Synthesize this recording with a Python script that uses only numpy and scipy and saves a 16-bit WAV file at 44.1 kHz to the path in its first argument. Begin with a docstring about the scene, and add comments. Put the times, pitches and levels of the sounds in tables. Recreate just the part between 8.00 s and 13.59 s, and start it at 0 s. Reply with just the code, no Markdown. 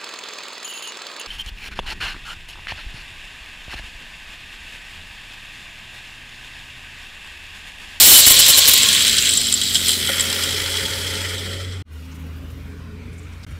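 """An angle grinder finishes a cut in steel held in a vise, skips off the work, coasts down rattling and is laid aside.
Hiss-driven resonances make the screech; shaped noise, gear-tooth pulses and ringing case modes make the run-down.
A gliding firing tone drones outside the workshop. After a brief near-silence only the drone, shop air and small
handling sounds remain, the last two made of filtered noise."""
import sys
import numpy as np
from scipy import signal
from scipy.io import wavfile
from scipy.ndimage import uniform_filter1d

SR = 44100
rng = np.random.default_rng(int(sys.argv[2]) if len(sys.argv) > 2 else 0)


def to_linear_factor(level_db):
    """Convert decibel levels (scalar or array-like) to linear amplitude factors."""
    exponent = np.asarray(level_db, float) / 20
    return 10 ** exponent


def bounce(signal):
    """Save signal as a 16-bit WAV file at the path given by the first command-line argument."""
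    frames = np.transpose(np.atleast_2d(signal))
    limited = np.clip(frames, -1, 1)
    pcm = np.round(limited * 32767).astype(np.int16)
    wavfile.write(sys.argv[1], SR, pcm)


N = 246511
T = np.arange(N) / SR  # time [s]

# disc biting the steel: (start [s], level [dB], length [s], jolt of the vise [dB])
TOUCHES = [(0.0, -9.5, 0.1, -32), (0.067, -7, 0.14, -24.5), (0.262, -6.5, 0.023, -15.5),
           (0.296, -8, 0.027, -17.5), (0.338, -15, 0.02, -26.5), (0.387, -7.5, 0.02, -25.5),
           (0.461, -11.5, 0.006, -36), (0.48, -9.5, 0.032, -23), (0.572, -9, 0.021, -27.5),
           (0.674, -8.5, 0.024, -19.5), (0.706, -15, 0.014, -34.5), (0.733, -5.5, 0.0074, -34),
           (0.773, -13, 0.0067, -36)]
# what disc and work ring with while cutting: (frequency [Hz], width [Hz], relative level [dB per Hz])
SCREECH = [(3000, 28, 6), (3750, 39, -9), (4236, 40, 1.5), (5470, 70, -1.5), (7430, 190, -0.5),
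           (7910, 81, -21), (9520, 210, -6.5), (9300, 37, -11), (9840, 31, 0), (10430, 97, -4),
           (11260, 130, -4), (13600, 76, -13), (13660, 99, -7.5), (14400, 130, -9)]
# broad abrasive hiss of the cut: (frequency [Hz], relative level [dB per Hz])
ABRASIVE = [(150, -19.5), (250, -10.5), (1390, -13.5), (2370, -3.5), (2580, -6.5), (3020, -3), (4820, -3.5),
            (9460, -3.5), (12500, -7.5), (13800, 4.5), (15600, -14)]
SCREECH_DB = -1.5  # ringing relative to the abrasive hiss
JOLT_HZ, JOLT_WIDTH_HZ, PUSH = 200, 1700, .9

# running tool before load and fits: (time [s], level [dB], hiss above 9.5 kHz relative to its body [dB])
SPIN = [(0, -10.5, -9.5), (.45, -13, -13.5), (.8, -15.5, -12), (1.29, -20.5, -13), (1.44, -23.5, -14.5),
        (1.95, -25, -11), (2.25, -25.5, -11), (3.28, -30.5, -16.5), (3.55, -37, -17), (3.73, -42, -22),
        (3.82, -51.5, -22.5), (3.83, -93, -14.5)]
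# blend of the three noise colours: (time [s], position [0 first spectrum, 1 second, 2 third])
COLOUR_BLEND = [(0, 1), (1.25, 0), (1.45, 1.25), (1.95, 1.34), (2.2, 2.5), (3.83, 2)]
# motor, fan and gear noise in three colours: (frequency [Hz], relative level [dB per Hz])
FIRST_COLOUR = [(290, -34.5), (500, -17.5), (781, -28.5), (1200, -20.5), (1560, -10.5), (3160, -4.5),
                (3600, -4.5), (3920, -1.5), (5380, -13), (7710, -9), (8530, -13), (13900, -17.5),
                (15600, -16.5)]
SECOND_COLOUR = [(290, -42.5), (500, -15.5), (686, -21), (864, -27.5), (1560, -21), (2810, -11.5),
                 (3250, -8.5), (3860, -1.5), (6400, -14), (7600, -3.5), (10000, -20), (13900, -17.5),
                 (15600, -22.5)]
THIRD_COLOUR = [(350, -42), (600, -32), (891, -18), (1120, -23), (1380, -1.5), (1620, -9), (1940, 2.5),
                (2760, -10.5), (3260, 6.5), (3630, -7.5), (5250, -6.5), (6260, -20), (7790, -8),
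                (14600, -20), (15600, -23)]
# modes of gear case and guard: (frequency [Hz], width [Hz], relative level [dB])
GEAR_CASE = [(3320, 110, 7), (3192, 59, -0.5), (3087, 43, -3.5), (3868, 180, 6.5), (4050, 60, -1.5),
             (4370, 220, 3), (5103, 180, 2), (5293, 120, -7), (6080, 120, -3), (7556, 88, 0),
             (7810, 250, 6.5), (8570, 230, 0), (8980, 320, 1), (1994, 78, -15), (1580, 99, -15)]
# bands through which the tooth whine escapes the case: (frequency [Hz], width [Hz], level [dB])
WHINE_BANDS = [(6450, 700, -13), (10500, 900, -20), (5000, 600, -17)]
# fits of rattling as the slack gears shake:
# (middle [s], half length [s], swell [dB], extra treble chatter [dB])
FITS = [(1.077, 0.032, 1, 0), (1.317, 0.15, 1, 13), (1.528, .03, 0.5, 7.5), (1.632, .05, -1, 2.5),
        (1.762, 0.022, 5, 1.5), (1.892, 0.076, 5, 8), (2.21, 0.028, 1.5, 4.5), (2.433, 0.033, 3, 5)]
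LOAD_DB, LOAD_HISS_DB = -4.5, 11.5  # while the disc bites, the gears quieten and the hiss brightens
# gear teeth meeting as the tool coasts: starting rate, fall per second, easing of that fall
MESH_HZ, SAG_HZ_PER_S, EASE_HZ_PER_S2 = 7520, 2337, 99.4
TEETH = 40  # teeth met per turn of the crown wheel
THROB_DB, RING_DB = 7, -6
CHATTER_DB, CHATTER_PER_S = -10.5, 570
SLOW_CHATTER_DB = 2  # gained as the tool slows to rest
SILENCE_S = 3.84  # the tool is heard no more

# loud knocks of the gear backlash:
# (time [s], blow to low modes [dB], to middle modes [dB], to top modes [dB])
KNOCKS = [(0.8319, -19, -11.5, -12), (0.8869, -17, -19.5, -11), (0.9492, -19, -25.5, -11.5),
          (1.0685, -22, -25, -10), (1.0795, -15, -20.5, -12.5), (1.1294, -20, -18, -19),
          (1.1827, -16.5, -12.5, -14.5), (1.2554, -19, -17, -18.5), (1.2916, -19.5, -16.5, -12.5),
          (1.3092, -28.5, -18.5, -17.5), (1.337, -37.5, -16.5, -13.5), (1.373, -22.5, -9, -10),
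          (1.4142, -26.5, -19.5, -10), (1.4684, -27.5, -18, -23.5), (1.5252, -19.5, -11.5, -12.5),
          (1.5398, -25, -10, -14.5), (1.6146, -20, -18, -17), (1.6347, -23, -18, -25),
          (1.7453, -18.5, -15, -14), (1.7545, -15, -19, -20.5), (1.7653, -22, -25.5, -25.5),
          (1.883, -22, -17, -8), (1.8921, -19, -17.5, -12.5), (1.9062, -29.5, -21, -13),
          (1.9172, -27, -16, -19), (1.9314, -21, -28, -17.5), (2.0724, -24, -23, -22),
          (2.1956, -22, -16, -18.5), (2.2074, -26, -13.5, -17), (2.3002, -24, -24.5, -22),
          (2.3272, -21.5, -22.5, -22.5), (2.4357, -24.5, -28, -20), (2.507, -31.5, -27.5, -26.5),
          (2.7272, -26.5, -32.5, -23), (2.77, -23.5, -29, -26), (2.796, -31, -30, -29),
          (2.861, -29, -27.5, -30), (3.0669, -36, -36, -30), (3.246, -34, -40, -40),
          (3.532, -34.5, -45, -45)]
# lesser knocks relative to the tool's level: (low modes [dB], middle modes [dB], top modes [dB])
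TAP_DB = (-5, -4.5, 0.5)
TAPS_FROM_S, TAPS_PER_S, TAP_SPREAD_DB = .9, 16, 2.5
TAP_DULLING_DB = -11  # added to middle and top modes per step of the colour blend beyond the second

# modes of the bench: (frequency [Hz], relative level [dB], approximate 60 dB ring time [s])
BENCH = [(540, 0, .025), (1400, 3, .012), (2000, 3, .012), (850, -4, .012), (420, -7, .03)]
THUD_S, THUD_DB = 2.086, -23.5  # level as rms over 20 ms

# engine firing tone, one list before and one after the near-silence: (time [s], pitch [Hz], rms level [dB])
FIRING = [
    [(0, 78.8, -44), (.92, 80.93, -41.5), (1.62, 84.38, -40), (3.29, 91, -31.5), (3.83, 91.8, -29)],
    [(3.86, 77.9, -32), (4.0, 77.2, -33.5), (4.09, 79.84, -37.5), (4.3, 80.1, -32.5), (4.62, 81.1, -36.5),
     (4.9, 83.7, -37), (5.59, 86.2, -36)],
]
# fainter engine lines gliding with the firing tone:
# (multiple of its pitch [ratio], start [s], end [s], rms level [dB], fuzz [Hz])
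ENGINE_ORDERS = [(2.17, .7, 2.4, -48, 5), (2.7, .6, 2.6, -43, 3), (3.24, .8, 3.3, -49, 6),
                 (4.37, .8, 2.9, -47.5, 5), (4.89, .8, 2.2, -51, 5), (.7, 4.3, 5.7, -43, 6),
                 (1.5, 4.4, 5.3, -47, 8), (1.99, 3.9, 5.3, -46, 3), (3.29, 3.9, 4.9, -47, 4),
                 (2.78, 4.6, 5.6, -51, 8), (5.03, 4.62, 5.35, -52, 9), (6.75, 3.9, 4.7, -63, 7)]
# fuzzy hums at a steady pitch: (pitch [Hz], start [s], end [s], rms level [dB], fuzz [Hz])
HUMS = [(1075, 0.21, 1.05, -38, 45), (388.7, 1.7, 3.7, -42, 160), (421, 2.0, 3.81, -42, 35),
        (543, 2.0, 3.7, -42.5, 23), (889, 2.5, 3.47, -48.5, 42), (2850, 3.82, 4.6, -59, 90)]

# spectrum of shop air and traffic: (frequency [Hz], relative level [dB per Hz])
SHOP = [(12, -44), (20, -10), (90, -7), (202, -12), (282, -11.5), (353, -25.5), (417, -19), (770, -31.5),
        (1500, -25), (1730, -30), (2350, -29), (5420, -41), (13200, -52), (15600, -55.5)]
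# its course: (time [s], level [dB], brightness above 1.5 kHz [dB per octave])
SHOP_LEVEL = [(0, -32.5, 8), (1.5, -38.5, 6.5), (3, -37, 9.5), (3.83, -35.5, -1.5), (4.0, -41, 3.5),
              (4.2, -37, .5), (5.05, -39, 0.5), (5.6, -38, 2)]
# gloves and small parts handled near the microphone: (start [s], level [dB], centre [Hz], width [Hz])
RUSTLES = [(3.92, -56, 10680, 4955), (4.039, -57.5, 5095, 5020), (4.113, -52, 6030, 3007),
           (4.145, -52.5, 9000, 8040), (4.191, -59, 12060, 2960), (4.361, -61, 12300, 6094),
           (4.5, -54, 9940, 9130), (5.125, -56, 8260, 4000), (5.178, -52, 7550, 2010),
           (5.224, -57, 7550, 1996), (5.32, -56.5, 5520, 4020), (5.429, -46, 4000, 3500),
           (5.505, -57, 9320, 5940)]
RUSTLE_S = .017  # hold of each rustle
# longer noises, a faint high hiss and a lower rubbing:
# (start [s], level [dB], centre [Hz], width [Hz], length [s])
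LONG_NOISES = [(3.906, -63, 13500, 5000, .75), (4.98, -53.5, 2287, 498, 0.43)]

# the sound drops out and comes back: (start [s], time held down [s], fade-in slope [s])
DROPOUTS = [(3.825, .025, .11), (5.4505, .014, .002)]
LEFT_GAIN = .008  # gain left in a drop-out
CLIP = 0.93  # ceiling of the overload, full scale is 1
MIC_LOW_HZ, MIC_HIGH_HZ = 38, 15750


def evened(x):
    """Scales a sound to rms 1."""
    return x / np.sqrt(np.mean(x ** 2) + 1e-20)


def read(points, hz):
    """Reads a spectrum drawn as points over log frequency."""
    f, value = np.transpose(points)
    return np.interp(np.log(hz + 1), np.log(f + 1), value)


def curve(rows, t=T):
    """Draws each column of a table as straight lines over time."""
    s, *columns = np.transpose(rows)
    return [np.interp(t, s, c) for c in columns]


def noise(field_db, size, patchy_db):
    """Noise from random short-time spectra; field_db(t, hz) shapes it, smooth random patches mottle it."""
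    t = np.arange(N * 4 // size + 5) * size / 4 / SR
    hz = np.fft.rfftfreq(size, 1 / SR)[:, None]
    real, imag, patches = rng.standard_normal((len(t), len(hz), 3)).T
    patches = uniform_filter1d(patches, size=9, axis=0)
    patches = evened(uniform_filter1d(patches, size=7, axis=1))
    spectra = (real + 1j * imag) * to_linear_factor(field_db(t, hz) + patchy_db * patches)
    return signal.istft(spectra, nperseg=size, noverlap=size * 3 // 4)[1][:N]


def resonate(x, hz, width):
    """Shifts hz down to zero, smooths, and shifts back: a resonance of gain 1."""
    turn = np.exp(2j * np.pi * np.cumsum(hz * np.ones(len(x))) / SR)
    r = np.exp(-np.pi * width / SR)
    return 2 * (turn * signal.lfilter([1 - r], [1, -r], x / turn)).real


def stroke(start, length, fall_s):
    """Envelope with a 3 ms rise, steady hold and exponential fall."""
    rise = np.clip((T - start) / .003, 0, 1)
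    return rise * np.exp(-np.maximum(T - start - length, 0) / fall_s)


def contact():
    """How hard the disc bites the work: the strongest touch at each moment."""
    return np.max([to_linear_factor(db) * stroke(s, length, 0.0035) for s, db, length, _ in TOUCHES], axis=0)


def cutting():
    """Abrasive hiss rings disc and work while they touch; each catch of the disc jolts the vise."""
    hiss = evened(noise(lambda t, hz: read(ABRASIVE, hz) + 0 * t, size=512, patchy_db=2.0))
    grit = rng.standard_normal(N)
    ring = evened(sum(to_linear_factor(db) * evened(resonate(grit, hz, width)) * np.sqrt(width)
                      for hz, width, db in SCREECH))
    # each catch comes a third of the way into its touch
    catch = sum(to_linear_factor(db) * stroke(s + .33 * length, .12 * length, .003) for s, _, length, db in TOUCHES)
    rattle = evened(resonate(rng.standard_normal(N), JOLT_HZ, JOLT_WIDTH_HZ))
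    jolt = (rattle - PUSH) * catch  # a rattle on top of one push
    return contact() * evened(hiss + to_linear_factor(SCREECH_DB) * ring) + jolt


def spin():
    """Level, hiss and treble chatter of the tool in dB: the slow run-down, the load of cutting, the fits."""
    level_db, hiss_db = curve(SPIN)
    load = uniform_filter1d(contact() / contact().max(), size=600)
    bumps = np.array([np.clip(1 - abs(T - s) / half, 0, 1) for s, half, _, _ in FITS])
    swell_db, shrill_db = np.transpose(FITS)[2:] @ bumps
    return level_db + LOAD_DB * load + swell_db, hiss_db + LOAD_HISS_DB * load, shrill_db


def gear_case(low, mid, high):
    """Blows ring the case; its low, middle and top modes each take their own blow sizes."""
    out = 0
    for hz, width, db in GEAR_CASE:
        blows = low if hz < 7000 else mid if hz < 8200 else high
        mode = resonate(resonate(blows, hz, width), hz, 5 * width)  # the second pass rounds the attack
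        out = out + to_linear_factor(db) * mode * SR / (2 * np.pi * width)
    return out


def whirr():
    """Motor and fan noise, tooth whine and chatter of unloaded gears; teeth and throb slow with the tool."""
    level_db, hiss_db, shrill_db = spin()

    def field_db(t, hz):
        """Crossfades the three noise colours, then sets the treble to the hiss level."""
        position, treble_db = curve(COLOUR_BLEND, t)[0], np.interp(t, T, hiss_db)
        body_hz = np.linspace(2500, 5500, 60)
        colours = (FIRST_COLOUR, SECOND_COLOUR, THIRD_COLOUR)
        shapes = [read(s, hz) - read(s, body_hz).mean() for s in colours]
        blend = sum(np.clip(1 - abs(position - k), 0, 1) * shape for k, shape in enumerate(shapes))
        top = blend[hz[:, 0] > 9500].mean(0)
        return blend + np.clip((hz - 7500) / 2500, 0, 1) * (treble_db - top)

    rush = noise(field_db, size=512, patchy_db=2.0)
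    rush = rush / np.std(resonate(rush, 4000, 2500))
    shake = rng.standard_normal(N)  # the motor's shake keeps the case ringing
    shrill_shake = shake * to_linear_factor(shrill_db)
    rush = rush + to_linear_factor(RING_DB) * evened(gear_case(shake, 0.53 * shrill_shake, 0.38 * shrill_shake))

    coasting_hz = np.maximum(MESH_HZ - SAG_HZ_PER_S * T + EASE_HZ_PER_S2 * T ** 2, 40)
    mesh_hz = np.where(T < SILENCE_S, coasting_hz, 40)
    teeth = np.cumsum(mesh_hz) / SR
    throb = to_linear_factor(THROB_DB * np.cos(2 * np.pi * teeth / TEETH))  # the uneven crown wheel bites once a turn

    sign = rng.choice([-1., 1.], N) * (rng.random(N) < CHATTER_PER_S / SR)
    low, mid, high = throb * sign * to_linear_factor(6.3 * np.minimum(rng.exponential(1, (3, N)), 4))
    # the chatter has less treble toward the third colour
    loose = np.clip(1.2 - 0.44 * curve(COLOUR_BLEND)[0], 0, 2) * to_linear_factor(shrill_db)
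    chatter = evened(gear_case(low, loose * mid, .6 * loose * high))
    chatter_db = CHATTER_DB + SLOW_CHATTER_DB * (1 - mesh_hz / MESH_HZ)

    comb = sum(np.cos(2 * np.pi * k * teeth) * (k * mesh_hz < 15000) for k in range(1, 9))
    whine = sum(to_linear_factor(db) * resonate(resonate(comb, hz, width), hz, width) for hz, width, db in WHINE_BANDS)
    whine = whine * np.clip((T - 1.7) / 0.19, 0, 1)  # the whine fades in during the run-down
    return to_linear_factor(level_db) * (throb ** 0.22 * rush + to_linear_factor(chatter_db) * chatter + whine)


def knocks():
    """Backlash rings the case: each knock, placed or random, is five tooth impacts within 9 ms."""
    gap, *size = rng.random((200, 4)).T
    when = TAPS_FROM_S + np.cumsum(-np.log(1 - gap) / TAPS_PER_S)
    taps_db = curve(SPIN, when)[0] + np.array(TAP_DB)[:, None] - TAP_SPREAD_DB * np.log(1 - np.array(size))
    taps_db[1:] += TAP_DULLING_DB * np.maximum(curve(COLOUR_BLEND, when)[0] - 1, 0)
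    taps = np.vstack([when, taps_db]).T[when < SILENCE_S]
    rows = np.vstack([KNOCKS, taps])
    blows = np.zeros((3, N))
    draws = rng.random((300, 2, 5))
    fading = np.linspace(0, 1, 5)  # the first impact is the hardest, the later ones trail off
    for (s, *db), (delay, sign) in zip(rows, draws):
        at = np.round((s + .009 * delay * fading) * SR).astype(int)
        blows[:, at] += to_linear_factor(np.array(db)[:, None]) * np.sign(sign - .5) * (1 - 0.84 * fading)
    return gear_case(*blows)


def thud():
    """The tool meets the bench: a short noise blow rings the bench modes, dull and scraping."""
    blow = rng.standard_normal(N) * stroke(THUD_S, 0.012, .005)
    rings = sum(to_linear_factor(db) * resonate(blow, hz, 2.0 / t60) / np.sqrt(2.2 / t60) for hz, db, t60 in BENCH)
    return to_linear_factor(THUD_DB) * rings / np.sqrt(np.sum(rings ** 2) / (.02 * SR))


def line(hz, start, end, db, fuzz_hz):
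    """One faint line that fades in and out, part tone and part narrow noise."""
    fuzz = evened(resonate(resonate(rng.standard_normal(N), hz, fuzz_hz), hz, 4 * fuzz_hz))
    tone = np.sqrt(2) * np.sin(2 * np.pi * (np.cumsum(hz * np.ones(N)) / SR + rng.random()))
    clean = np.clip(1.3 - fuzz_hz / 10, 0, .85)  # narrow lines hold steady, wide ones are all fuzz
    fade = np.clip(np.minimum(T - start, end - T) / 0.12, 0, 1)
    return to_linear_factor(db) * (np.sqrt(clean) * tone + np.sqrt(1 - clean) * fuzz) * fade


def engine_and_hums():
    """A clean firing tone that glides up and weaker lines that follow it, plus steady hums: the tool whining at
    the vise, bench tones while the tool lies on it, and a faint high hum after the near-silence."""
    hz, db = curve(FIRING[0] + FIRING[1])
    firing = np.sqrt(2) * to_linear_factor(db) * np.sin(2 * np.pi * np.cumsum(hz) / SR)
    orders = sum(line(k * hz, *rest) for k, *rest in ENGINE_ORDERS)
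    return firing + orders + sum(line(*row) for row in HUMS)


def shop():
    """Workshop air as patchy shaped noise, with grainy band noise as short rustles and longer noises."""
    def field_db(t, hz):
        """Tilts the air's spectrum above 1.5 kHz by its brightness."""
        octaves = np.clip(np.log2(hz / 1500 + 1e-3), 0, 2.5)
        return read(SHOP, hz) + curve(SHOP_LEVEL, t)[1] * octaves

    out = to_linear_factor(curve(SHOP_LEVEL)[0]) * evened(noise(field_db, size=2048, patchy_db=2.5))
    # the grain jumps in level every 64 samples
    grain = rng.standard_normal(N) * to_linear_factor(1.8 * rng.exponential(1, N // 64 + 1).repeat(64)[:N])
    for s, db, hz, width, length in [(*row, RUSTLE_S) for row in RUSTLES] + LONG_NOISES:
        part = slice(round(s * SR), round((s + 2 * length + .05) * SR))
        band = resonate(resonate(grain[part], hz, width), hz, width)
        out[part] += to_linear_factor(db) * evened(band) * stroke(s, length, 0.0033 + 0.24 * length)[part]
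    return out


def scene():
    """One microphone hears everything; both channels carry it."""
    mono = cutting() + whirr() + knocks() + thud() + engine_and_hums() + shop()
    return np.array([mono, mono])


def band_limit(x):
    """A steep low-pass at the top of the band."""
    return signal.sosfilt(signal.butter(12, 15770, fs=SR, output="sos"), x)


def record(dry):
    """Microphone band limits, soft overload near full scale and the drop-outs."""
    low_cut = signal.butter(2, MIC_LOW_HZ, "high", fs=SR, output="sos")
    dry = signal.sosfilt(low_cut, dry)
    loud = CLIP * np.tanh((abs(dry) / CLIP) ** 3) ** (1 / 3) * np.sign(dry)
    gain = np.prod([np.clip(np.maximum((s - T) / .0015, (T - s - quiet) / rise), LEFT_GAIN, 1)
                    for s, quiet, rise in DROPOUTS], axis=0)
    high_cut = signal.firwin(511, MIC_HIGH_HZ, window=("kaiser", 9), fs=SR)
    loud = signal.oaconvolve(loud, high_cut[None], "same")
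    return band_limit(loud * gain)


dry = scene()
out = record(dry)
bounce(out)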